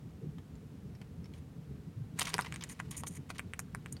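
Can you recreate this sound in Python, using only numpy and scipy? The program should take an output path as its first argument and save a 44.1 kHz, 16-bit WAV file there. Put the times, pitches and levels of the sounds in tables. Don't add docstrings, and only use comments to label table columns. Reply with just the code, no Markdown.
import sys
import numpy as np
from scipy import signal
from scipy.fft import rfft, irfft
from scipy.io import wavfile
from scipy.ndimage import uniform_filter1d

SR = 44100
rng = np.random.default_rng(int(sys.argv[2]) if len(sys.argv) > 2 else 0)


def dump_mix(stems):
    frames = np.atleast_2d(stems).T
    limited = np.clip(frames, -1, 1)
    pcm = np.round(limited * 32767).astype(np.int16)
    wavfile.write(sys.argv[1], SR, pcm)


N = 176400

# time in seconds, pop level in dB, pop pitch in Hz, tick level in dB,
# tick pitch in Hz.
CLICK_EVENTS = [(2.193,-24.5,1660,-30,8500), (2.196,-33,1930,-18.5,8700), (2.2092,-28,2880,-24,3970),
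                (2.2171,-22,1270,-22,3310), (2.2298,-33,2250,-27,9150), (2.2733,-27,2080,-31,4360),
                (2.335,-31,2260,-42,4660), (2.3418,-20,2160,-17,5130), (2.3819,-22,1700,-29.5,8700),
                (2.3905,-19,1370,-40,8500), (2.4105,-32,1740,-25,8750), (2.5245,-26.5,2180,-33,6830),
                (2.5608,-30,2230,-35,6750), (2.6387,-44,1860,-28,6900), (2.801,-23.5,1660,-37,7250),
                (3.0361,-37,1260,-34.5,3200), (3.3949,-22,2020,-30,8830), (3.536,-25,2070,-34,8300),
                (3.5933,-26.5,1650,-20.5,7080), (3.7491,-25,1550,-33.5,9550), (3.8606,-30,2020,-41,8340)]
# start and length in seconds, then low, middle and high band levels in dB.
RASP_EVENTS = [(1.34,0.052,-71.5,-73.5,-74.5), (2.188,0.0086,-43,-41.5,-38), (2.209,0.013,-43,-36.5,-44),
               (2.2513,0.0047,-49.5,-38.5,-46.5), (2.268,0.016,-42.5,-49,-51.5),
               (2.289,0.016,-52.5,-49,-52), (2.336,0.01,-41.5,-52,-52), (2.386,0.021,-56,-56,-59),
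               (2.446,0.004,-48.5,-53,-60), (2.459,0.0098,-48.5,-52.5,-63), (2.608,0.0049,-53.5,-48.5,-60),
               (2.621,.006,-55,-46,-68), (2.636,0.0066,-47,-58,-51), (2.689,0.042,-60.5,-66,-53.5),
               (2.791,0.012,-46,-61,-62), (2.908,0.0088,-54,-56,-45.5), (2.922,0.036,-57.5,-62.5,-63.5),
               (2.965,0.017,-62,-60.5,-43), (2.984,0.026,-64,-76,-52), (3.064,0.022,-67,-69,-46),
               (3.107,0.039,-72,-76,-61.5), (3.148,0.026,-64,-69,-55.5), (3.291,0.022,-57,-63,-63),
               (3.347,0.02,-61.5,-62,-69), (3.3808,0.0018,-50,-45.5,-46.5), (3.388,0.0065,-49.5,-60,-65),
               (3.59,0.011,-72,-74,-49.5), (3.9232,0.0035,-62,-73,-40)]
# start in seconds, level in dB, pitch in Hz.
CLAW_EVENTS = [(0.384,-57.5,3500), (0.554,-64,7200), (0.951,-60,5460), (1.015,-51.5,3060), (1.243,-59,5370),
               (1.257,-59,5500), (1.337,-56.5,3340), (2.365,-47,9980), (2.4205,-43,5280), (2.541,-44,8600),
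               (2.696,-44.5,9050), (2.4465,-45,2000), (3.069,-43,6180), (3.3025,-37.5,2340),
               (3.967,-53.5,4600)]
# start in seconds, level in dB, pitch as a ratio.
KNOCK_EVENTS = [(0.384,-49,.88), (2.3423, -31.5, 0.8), (2.3915, -19.5, 1), (3.036, -35, 0.94)]
# frequency in Hz at pitch ratio 1, relative level in dB, T60 in seconds.
RING_MODES = [(1000, -16.5, 0.035), (1028, -8.5, 0.03), (1187, -5.5, 0.03), (1370, -9, 0.031),
              (1980, -12, 0.03), (3620, -26, 0.043)]
# time in seconds, level in dB.
RUSTLE_ENVELOPE = [(2.145, -80), (2.189, -53), (2.5, -63.5), (3.2, -75.5), (4, -73)]
# start in seconds, length in seconds, level in dB,
# pitch in Hz.
BUMP_EVENTS = [(0.206, 0.074, -54, 377), (0.212, 0.116, -45, 140), (1.95, 0.11, -41.5, 132),
               (2.342, 0.0194, -44, 363)]
# frequency in Hz, relative gain in dB.
LOW_SPECTRUM = [(100, -15), (700, -12.5), (1050, 0), (1500, -7.5), (2150, 4), (2700, -7.5), (3600, -16.5),
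                (8000, -58)]
MIDDLE_SPECTRUM = [(500, -84), (2200, -5.5), (3200, 3.5), (4000, -2), (5200, -2), (6200, -3), (8500, -39),
                   (16000, -19)]
HIGH_SPECTRUM = [(1000, -48), (5000, -16), (7030, 7.5), (7600, -10), (8500, 5), (11000, -4), (16000, -21)]
TICK_SPECTRUM = [(500, -34), (3000, -8.5), (9500, -1), (12500, -11), (16000, -41)]
RUSTLE_SPECTRUM = [(200, -5.5), (1000, 2), (2200, 2.5), (9000, -9), (16000, -22.5)]
FLOOR_SPECTRUM = [(25,-54), (45,-12.5), (85,-1.5), (105,-5), (160,1), (210,-7.5), (265,-10.5), (370,-20),
                  (439,-16.5), (545,-27), (1000,-33.5), (4250,-44.5), (16000,-52.5)]
# frequency in Hz, T60 in seconds.
ROOM_DECAY = [(200, 0.3), (2000, 0.14), (12000, 0.1)]

BAND_LIMIT_HZ = 16100


def clicks():
    pop_lead_s, pop_sigma_cycles, pop_tail_db, pop_tail_s = 0.002, 0.39, -18, 0.0014
    ring_s, burst_s, burst_db, tick_tail_db, tick_tail_s = 0.00046, 0.0005, -7.5, -16, 0.0029
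    tones, tail_envelope, tick_envelope = np.zeros((3, N))
    t = np.arange(SR // 20) / SR
    burst = np.exp(-t / burst_s) + amp(tick_tail_db) * np.exp(-t / tick_tail_s)
    for time_s, pop_db, pop_hz, tick_db, tick_hz in CLICK_EVENTS:
        cycles = (t - pop_lead_s) * pop_hz
        pop = np.exp(-.5 * (cycles / pop_sigma_cycles) ** 2) * np.cos(2 * np.pi * cycles)
        add(tones, time_s - pop_lead_s, amp(pop_db) * pop)
        add(tail_envelope, time_s, amp(pop_db + pop_tail_db) * np.exp(-t / pop_tail_s))
        tick = np.exp(-t / ring_s) * np.sin(2 * np.pi * tick_hz * t)
        add(tones, time_s - burst_s / 2, amp(tick_db) * tick)
        add(tick_envelope, time_s - burst_s / 2, amp(tick_db + burst_db) * burst)
    pop_noise = colour(tail_envelope * rng.standard_normal(N), LOW_SPECTRUM)
    tick_noise = colour(tick_envelope * rng.choice([-1, 1], N), TICK_SPECTRUM)
    return tones + pop_noise + tick_noise


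def rasps(attack_s=0.0017, release_s=0.0029):
    envelopes = np.zeros((3, N))
    for start_s, length_s, *bands_db in RASP_EVENTS:
        t = np.arange(0, length_s + 6 * release_s, 1 / SR)
        shape = np.minimum(t / attack_s, 1) * np.exp(-np.maximum(t - length_s, 0) / release_s)
        for envelope, db in zip(envelopes, bands_db):
            add(envelope, start_s, amp(db) * shape)
    spectra = LOW_SPECTRUM, MIDDLE_SPECTRUM, HIGH_SPECTRUM
    return sum(colour(envelope * snaps(), spectrum) for envelope, spectrum in zip(envelopes, spectra))


def snaps(rate_hz=10000, ring_s=0.00072, spread_db=3, clump_s=0.0015, clump_db=3.5, pitches=40):
    t, out = np.arange(SR // 100) / SR, np.zeros(N)
    onsets = np.flatnonzero(rng.random(N) < rate_hz / SR)
    clumps = unit(uniform_filter1d(rng.standard_normal(N), round(clump_s * SR)))
    scatter_db = spread_db * np.minimum(rng.exponential(1, len(onsets)), 4)
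    sizes = amp(scatter_db + clump_db * np.minimum(clumps[onsets], 2))
    sizes *= rng.choice([-1, 1], len(onsets))
    for k in range(pitches):
        train = np.zeros(N)
        train[onsets[k::pitches]] = sizes[k::pitches]
        hz = BAND_LIMIT_HZ * (k * (1 + np.sqrt(5)) / 2 % 1)
        out += signal.oaconvolve(train, np.exp(-t / ring_s) * np.cos(2 * np.pi * hz * t))[:N]
    return unit(out)


def knocks(rasping, stir_db=-37.5):
    out = amp(stir_db) * signal.oaconvolve(rasping, hollow_ring(1))[:N]
    for start_s, db, pitch_ratio in KNOCK_EVENTS:
        add(out, start_s, amp(db) * hollow_ring(pitch_ratio))
    return out


def hollow_ring(pitch_ratio):
    t = np.arange(SR // 10) / SR
    return sum(amp(db - 60 * t / t60_s) * np.sin(2 * np.pi * hz * pitch_ratio * t)
               for hz, db, t60_s in RING_MODES)


def claw_ticks(scratch_s=0.0041, ring_s=0.0016, ring_db=-2):
    t, out = np.arange(SR // 20) / SR, np.zeros(N)
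    for start_s, db, hz in CLAW_EVENTS:
        scratch = rng.standard_normal(len(t)) * np.exp(-t / scratch_s)
        mode = np.exp(-t / ring_s) * np.sin(2 * np.pi * hz * t)
        ringing = signal.oaconvolve(scratch, mode / np.linalg.norm(mode))[:len(t)]
        add(out, start_s, amp(db) * (amp(ring_db) * ringing + colour(scratch, RUSTLE_SPECTRUM)))
    return out


def rustle():
    level_db = np.interp(np.arange(N) / SR, *np.transpose(RUSTLE_ENVELOPE))
    return colour(snaps() * amp(level_db), RUSTLE_SPECTRUM)


def blanket_bumps(sigma_ratio=0.21):
    hz, out = np.fft.rfftfreq(N, 1 / SR), np.zeros(N)
    for start_s, length_s, db, pitch_hz in BUMP_EVENTS:
        band = shaped_noise(np.exp(-.5 * ((hz / pitch_hz - 1) / sigma_ratio) ** 2))
        burst = band[round(start_s * SR):][:round(length_s * SR)]
        add(out, start_s, amp(db) * unit(burst * signal.windows.tukey(len(burst))))
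    return out


def room(x, reflections=8, early_s=0.011, early_db=-12, tail_db=-16):
    early = np.zeros(SR // 10)
    delays = (early_s * rng.uniform(0.054, 1, reflections) * SR).astype(int)
    early[delays] = rng.choice([-1, 1], reflections) / np.sqrt(reflections)
    hz, t, noise = signal.stft(rng.standard_normal(SR // 2), SR, nperseg=256)
    tail = signal.istft(noise * amp(-60 * t / interp_log_hz(ROOM_DECAY, hz)[:, None]), SR)[1]
    echoes = amp(early_db) * signal.oaconvolve(x, early)[:N]
    return echoes + amp(tail_db) * signal.oaconvolve(x, tail / np.linalg.norm(tail))[:N]


def rumble(floor_db=-48, bass_hz=450, swell_rms_db=2, swell_max_hz=11):
    hz = np.fft.rfftfreq(N, 1 / SR)
    floor = amp(floor_db) * unit(shaped_noise(amp(interp_log_hz(FLOOR_SPECTRUM, hz))))
    bass = irfft(rfft(floor) * (hz < bass_hz), N)
    swell = unit(shaped_noise((hz > 1) & (hz < swell_max_hz)))
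    return floor + bass * (amp(swell_rms_db * swell) - 1)


def amp(db):
    return 10 ** (np.asarray(db) / 20)


def unit(x):
    return x / np.sqrt(np.mean(x ** 2) + 1e-20)


def interp_log_hz(table, hz):
    table_hz, values = np.transpose(table)
    return np.interp(np.log(hz + 1), np.log(table_hz + 1), values)


def add(mix, start_s, sound):
    part = mix[max(round(start_s * SR), 0):][:len(sound)]
    part += sound[:len(part)]


def shaped_noise(gains):
    return irfft(rfft(rng.standard_normal(N)) * gains, N)


def colour(x, spectrum, size=4096):
    hz = abs(np.fft.fftfreq(size, 1 / SR))
    log_gain = np.log(amp(interp_log_hz(spectrum, hz)))
    taps = np.fft.ifft(np.exp(signal.hilbert(log_gain).conj())).real[:size // 2]
    return signal.oaconvolve(x, taps / np.linalg.norm(taps))[:len(x)]


def scene():
    rasping = rasps()
    animals = clicks() + claw_ticks() + rasping + knocks(rasping) + rustle()
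    return (animals + room(animals) + rumble() + blanket_bumps())[None]


def record(dry):
    taps = signal.firwin(511, BAND_LIMIT_HZ, window=("kaiser", 9), fs=SR)
    return signal.oaconvolve(dry, taps[None], "same")


dry = scene()
out = record(dry)
dump_mix(out)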